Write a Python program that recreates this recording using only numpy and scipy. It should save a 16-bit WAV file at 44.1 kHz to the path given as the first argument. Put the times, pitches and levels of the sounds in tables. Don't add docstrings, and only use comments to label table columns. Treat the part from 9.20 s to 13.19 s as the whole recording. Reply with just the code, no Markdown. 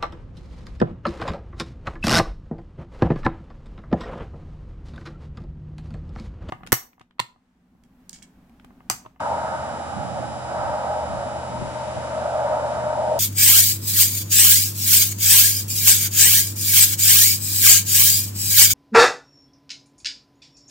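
import sys
import numpy as np
from scipy import signal
from scipy.fft import rfft, irfft
from scipy.io import wavfile

SR = 44100
rng = np.random.default_rng(int(sys.argv[2]) if len(sys.argv) > 2 else 0)


def int16_out(signal):
    q = np.round(np.clip(np.atleast_2d(signal).T, -1, 1) * 32767)
    wavfile.write(sys.argv[1], SR, q.astype(np.int16))


N = 175959
T = np.arange(N) / SR
FREQS = np.arange(N // 2 + 1) * SR / N


def undb(db):
    return 10 ** (np.asarray(db) / 20)


def curve(table, axis=1):
    rows = np.array(table)
    return undb(np.interp(T, rows[:, 0], rows[:, axis]))


def pan(db):
    return undb(np.array([[db], [-db]]) / 2)


def walk(rate_hz):
    spectrum = rfft(rng.standard_normal(N)) / (1 + (FREQS / rate_hz) ** 4)
    motion = irfft(spectrum, N)
    return (motion - motion.mean()) / motion.std()


def colour(table):
    hz, left, right = np.array(table).T
    levels_db = [np.interp(np.log(FREQS + 1), np.log(hz), side) for side in (left, right)]
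    return undb(levels_db) / (1 + (FREQS / hz[-1] / 2) ** 2)


def resonance(hz, width_hz):
    skirt_hz = 127
    peak = 1 / (1 + 2j * (FREQS - hz) / width_hz)
    return peak / np.sqrt(1 + ((FREQS - hz) / skirt_hz) ** 6)


def air(response, likeness=0, lag_s=0):
    shared, left, right = rfft(rng.standard_normal((3, N)))
    share = np.clip(likeness, 0, 1)
    both = np.array([shared * np.exp(-2j * np.pi * FREQS * lag_s), shared])
    own = np.array([left, right])
    noise = irfft((np.sqrt(share) * both + np.sqrt(1 - share) * own) * response, N)
    return noise / noise.std()


# (harmonic number, left level [dB], right level [dB], likeness of the two channels [-1 to 1])
BUZZ_PARTIALS = [(14, -62, -66, 0.8), (15, -68, -64, 0.3), (19, -64, -63, -0.3), (20, -62, -59, -0.6),
                 (21, -73, -65, -1.0), (22, -64, -70, 0.3), (24, -58, -57, -0.3), (25, -64, -61, -0.3),
                 (27, -63, -70, 0.5), (29, -74, -68, -0.3), (30, -60, -62, 0.6), (32, -64, -60, -1.0),
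                 (33, -67, -66, 0.7), (40, -78, -55, -0.8), (41, -67, -73, 1.0), (42, -57, -60, -0.9),
                 (43, -67, -68, -0.7), (45, -67, -68, -0.0), (47, -69, -67, 0.0), (51, -66, -69, -1.0),
                 (53, -61, -66, -1.0), (55, -60, -80, -0.8), (56, -65, -78, -0.4), (59, -67, -70, 0.4),
                 (60, -59, -80, -0.6), (61, -64, -72, -0.1), (63, -63, -74, 0.6), (64, -68, -74, -1.0),
                 (66, -67, -77, 0.5), (68, -64, -72, -0.8), (69, -67, -66, -0.1), (74, -80, -63, -0.6),
                 (76, -73, -61, -0.8), (78, -66, -72, -0.6), (79, -67, -74, -0.8), (81, -67, -76, 0.8),
                 (82, -80, -68, 0.8)]
BUZZ_HZ, BUZZ_TRIM_DB = 123.464, 0.5
WEAK_PARTIAL_DB, WEAK_SCATTER_DB = -74, -1
SWELLING_PARTIAL, SWELL_AT_S, SWELL_HALF_S, SWELL_DB = 40, 1.4, 0.33, 3.9


def camera_buzz():
    strong = {int(row[0]): row[1:] for row in BUZZ_PARTIALS}
    buzz = np.zeros((2, N))
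    for k in range(14, 89):
        weak_levels = WEAK_PARTIAL_DB + WEAK_SCATTER_DB * rng.standard_normal(2)
        weak = (*weak_levels, rng.uniform(-0.65, 1))
        left_db, right_db, likeness = strong.get(k, weak)
        gain = undb([[left_db], [right_db]])
        if k == SWELLING_PARTIAL:
            bump = np.exp(-((T - SWELL_AT_S) / SWELL_HALF_S) ** 2)
            gain = gain * undb(SWELL_DB * (bump - .5))
        between = np.arccos(np.clip(likeness, -1, 1))
        phase = rng.uniform(0, 2 * np.pi) + np.array([[0], [between]])
        buzz += gain * np.sin(2 * np.pi * k * BUZZ_HZ * T + phase)
    return buzz * np.sqrt(2) * undb(BUZZ_TRIM_DB)


# (frequency [Hz], left level [dB], right level [dB])
HISS_COLOUR = [(800, -35, -40), (1850, 14.5, 15), (3000, 9, 9), (5400, 6, 3.5), (7450, 5, 2.5),
               (10400, 4, 1), (10500, -6.5, -3)]
# (time [s], level [dB])
HISS_LEVEL = [(0, -52.5), (1.7, -52.5), (2.3, -50.5), (2.55, -46.5), (2.85, -46.5), (3.15, -49.5),
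              (3.4, -51.5), (3.53, -47), (3.68, -51.5), (3.99, -49)]


def hiss():
    return air(colour(HISS_COLOUR)) * curve(HISS_LEVEL)


# (frequency [Hz], left level [dB], right level [dB])
RUMBLE_COLOUR = [(10, -71, -71), (22, -38, -39), (45, -39, -34), (71, -7, 6), (93, 5, 0), (109, -1.5, -5),
                 (155, 0, -1), (211, 1, 2), (324, -2.5, -5.5), (390, -10.5, -7), (648, 6, -10),
                 (1500, -26, -36)]
RUMBLE_DB, RUMBLE_WAVER_DB, RUMBLE_LIKENESS, RUMBLE_LAG_S = -37.5, 0.54, 0.8, 0.00032
# (time [s], half length to 1/e [s], left level [dB], right level [dB], level of the deep thump [dB])
BUFFETS = [(0.8, 0.056, -39, -30.5, -63), (1.015, 0.15, -52, -34.5, -55), (1.47, 0.1, -41, -39, -41),
           (1.954, 0.073, -36, -39, -39.5), (2.337, 0.03, -47, -33, -51), (2.424, 0.066, -31, -36, -41),
           (2.775, 0.031, -58, -33, -46)]
# (frequency [Hz], left level [dB], right level [dB])
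BUFFET_COLOUR = [(40, -4, -62), (106, 0.5, 7.5), (218, 2.5, 1), (323, -2, -3.5), (473, -14.5, -24),
                 (1200, -37, -40)]
# (frequency [Hz], left level [dB], right level [dB])
THUMP_COLOUR = [(10, -60, -60), (22, -22, -23), (36, -2, -12), (65.3, 0, 10), (100, 10, 6), (220, -20, -37)]


def wind():
    rumble = air(colour(RUMBLE_COLOUR), RUMBLE_LIKENESS, RUMBLE_LAG_S)
    out = rumble * undb(RUMBLE_DB + RUMBLE_WAVER_DB * walk(2.4))
    eddy = air(colour(BUFFET_COLOUR)) * undb(1.8 * walk(36))
    thump = air(colour(THUMP_COLOUR))
    for at, half, left_db, right_db, thump_db in BUFFETS:
        swell = np.exp(-((T - at) / half) ** 2)
        out = out + swell * (eddy * undb([[left_db], [right_db]]) + thump * undb(thump_db))
    return out


# (pitch at the start [Hz], sag [Hz/s], level at the start [dB], rise [dB/s], pan to the left [dB])
DRONES = [(126.6, 0.98, -47.5, 2, -1.5), (80.6, 0.67, -49.5, 1.1, 5.5)]
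DRONE_WAVER, DRONE_FLUTTER_DB = 0.0019, -1
DRONE_LAG_S = 0.00085


def drones():
    out = 0
    for hz, sag, db, rise, pan_db in DRONES:
        pitch = (hz - sag * T) * (1 + DRONE_WAVER * walk(1.5))
        cycles = np.cumsum(pitch) / SR - hz * np.array([[DRONE_LAG_S], [0]])
        tone = np.sqrt(2) * np.sin(2 * np.pi * cycles)
        level_db = db + rise * T + DRONE_FLUTTER_DB * walk(1.3)
        out = out + tone * undb(level_db) * pan(pan_db)
    return out


# (order of its shaft rate, level against the roar's singing column before the trim [dB])
ENGINE_LINES = [(14, -14), (15, -5), (17, -14), (18, -15), (21, -18), (23, -19)]
FIRINGS_PER_TURN = 3
LINES_TRIM_DB, LINES_WAVER = -2, 0.0021


def engine_whine():
    hz, sag = DRONES[0][:2]
    shaft_hz = (hz - sag * T) * (1 + LINES_WAVER * walk(6.1)) / FIRINGS_PER_TURN
    turns = np.cumsum(shaft_hz) / SR - shaft_hz * np.array([[SING_LAG_S], [0]])
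    tones = sum(undb(db) * np.sin(2 * np.pi * (k * turns + rng.random())) for k, db in ENGINE_LINES)
    return np.sqrt(2) * tones * curve(ROAR, axis=1) * undb(LINES_TRIM_DB) * pan(SING_PAN_DB)


# (time [s], singing level [dB], body level [dB], hoot level [dB], upper band level [dB])
ROAR = [(0, -30, -32, -28.5, -31.5), (.12, -33.5, -29, -29.5, -38.5), (.3, -29.5, -35.5, -33.5, -34),
        (.55, -42.5, -35.5, -39, -39), (.9, -37.5, -34, -43, -40.5), (1.22, -41, -36.5, -42, -41.5),
        (1.42, -29, -31.5, -31.5, -35), (1.75, -28.5, -31.5, -34, -38.5), (2.05, -34, -35.5, -39, -40),
        (2.5, -34, -44, -35, -41.5), (2.8, -32.5, -37.5, -40.5, -39.5), (2.97, -25, -43, -37, -38.5),
        (3.15, -23, -31, -38.5, -37), (3.33, -21.5, -30, -28.5, -35.5), (3.5, -24, -35.5, -34.5, -38.5),
        (3.66, -26, -37.5, -35, -36), (3.8, -22.5, -33, -32, -40), (3.99, -19.5, -32, -35, -43)]
# (frequency [Hz], left level [dB], right level [dB])
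BODY_COLOUR = [(370, -23, -26), (468, -20.5, -9), (572, -3, 4), (637, -0.5, -1), (682, -4.5, 3.5),
               (780, -7.5, 8), (850, 9.5, 5), (882, -21, -7.5), (940, -7, -22), (1070, -27, -36),
               (1300, -40, -23.5)]
# (frequency [Hz], left level [dB], right level [dB])
UPPER_COLOUR = [(840, -63, -35), (1048, 0, -1.5), (1258, 2.5, 5.5), (1260, -11.5, 9.5), (1530, 3.5, -2),
                (1890, -26.5, -8), (1890, -8, -11.5), (2220, -17, -13), (3060, -26, -61.5)]
SING_HZ, SING_WIDTH_HZ, SING_TRIM_DB, SING_PAN_DB = 614.3, 37, -2.45, 1.5
HOOT_HZ, HOOT_WIDTH_HZ, HOOT_TRIM_DB, HOOT_PAN_DB = 914.5, 57, 0.5, 5
BODY_TRIM_DB, UPPER_TRIM_DB, FLUTTER_DB = 2.5, 0.5, .25
SING_LAG_S, HOOT_LAG_S, BODY_LAG_S, UPPER_LAG_S = 0.00017, .00007, .0001, .00016
BODY_LIKENESS, UPPER_LIKENESS = 1, 0.78


def distant_roar():
    sing_response = resonance(SING_HZ, SING_WIDTH_HZ) * pan(SING_PAN_DB)
    sing = air(sing_response, BODY_LIKENESS, SING_LAG_S) * curve(ROAR, axis=1) * undb(SING_TRIM_DB)
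    body = air(colour(BODY_COLOUR), BODY_LIKENESS, BODY_LAG_S) * curve(ROAR, axis=2) * undb(BODY_TRIM_DB)
    hoot_response = resonance(HOOT_HZ, HOOT_WIDTH_HZ) * pan(HOOT_PAN_DB)
    hoot = air(hoot_response, BODY_LIKENESS, HOOT_LAG_S) * curve(ROAR, axis=3) * undb(HOOT_TRIM_DB)
    upper = air(colour(UPPER_COLOUR), UPPER_LIKENESS, UPPER_LAG_S)
    upper = upper * curve(ROAR, axis=4) * undb(UPPER_TRIM_DB)
    return (sing + body + hoot + upper) * undb(FLUTTER_DB * walk(3.8))


def scene():
    return camera_buzz() + hiss() + wind() + drones() + engine_whine() + distant_roar()


TOP_HZ = 11000


def record(dry):
    ease = np.minimum(1, np.minimum(T, T[-1] - T) / .003)
    top_cut = signal.ellip(12, .1, 80, TOP_HZ, fs=SR, output="sos")
    return signal.sosfilt(top_cut, dry * ease)


dry = scene()
out = record(dry)
int16_out(out)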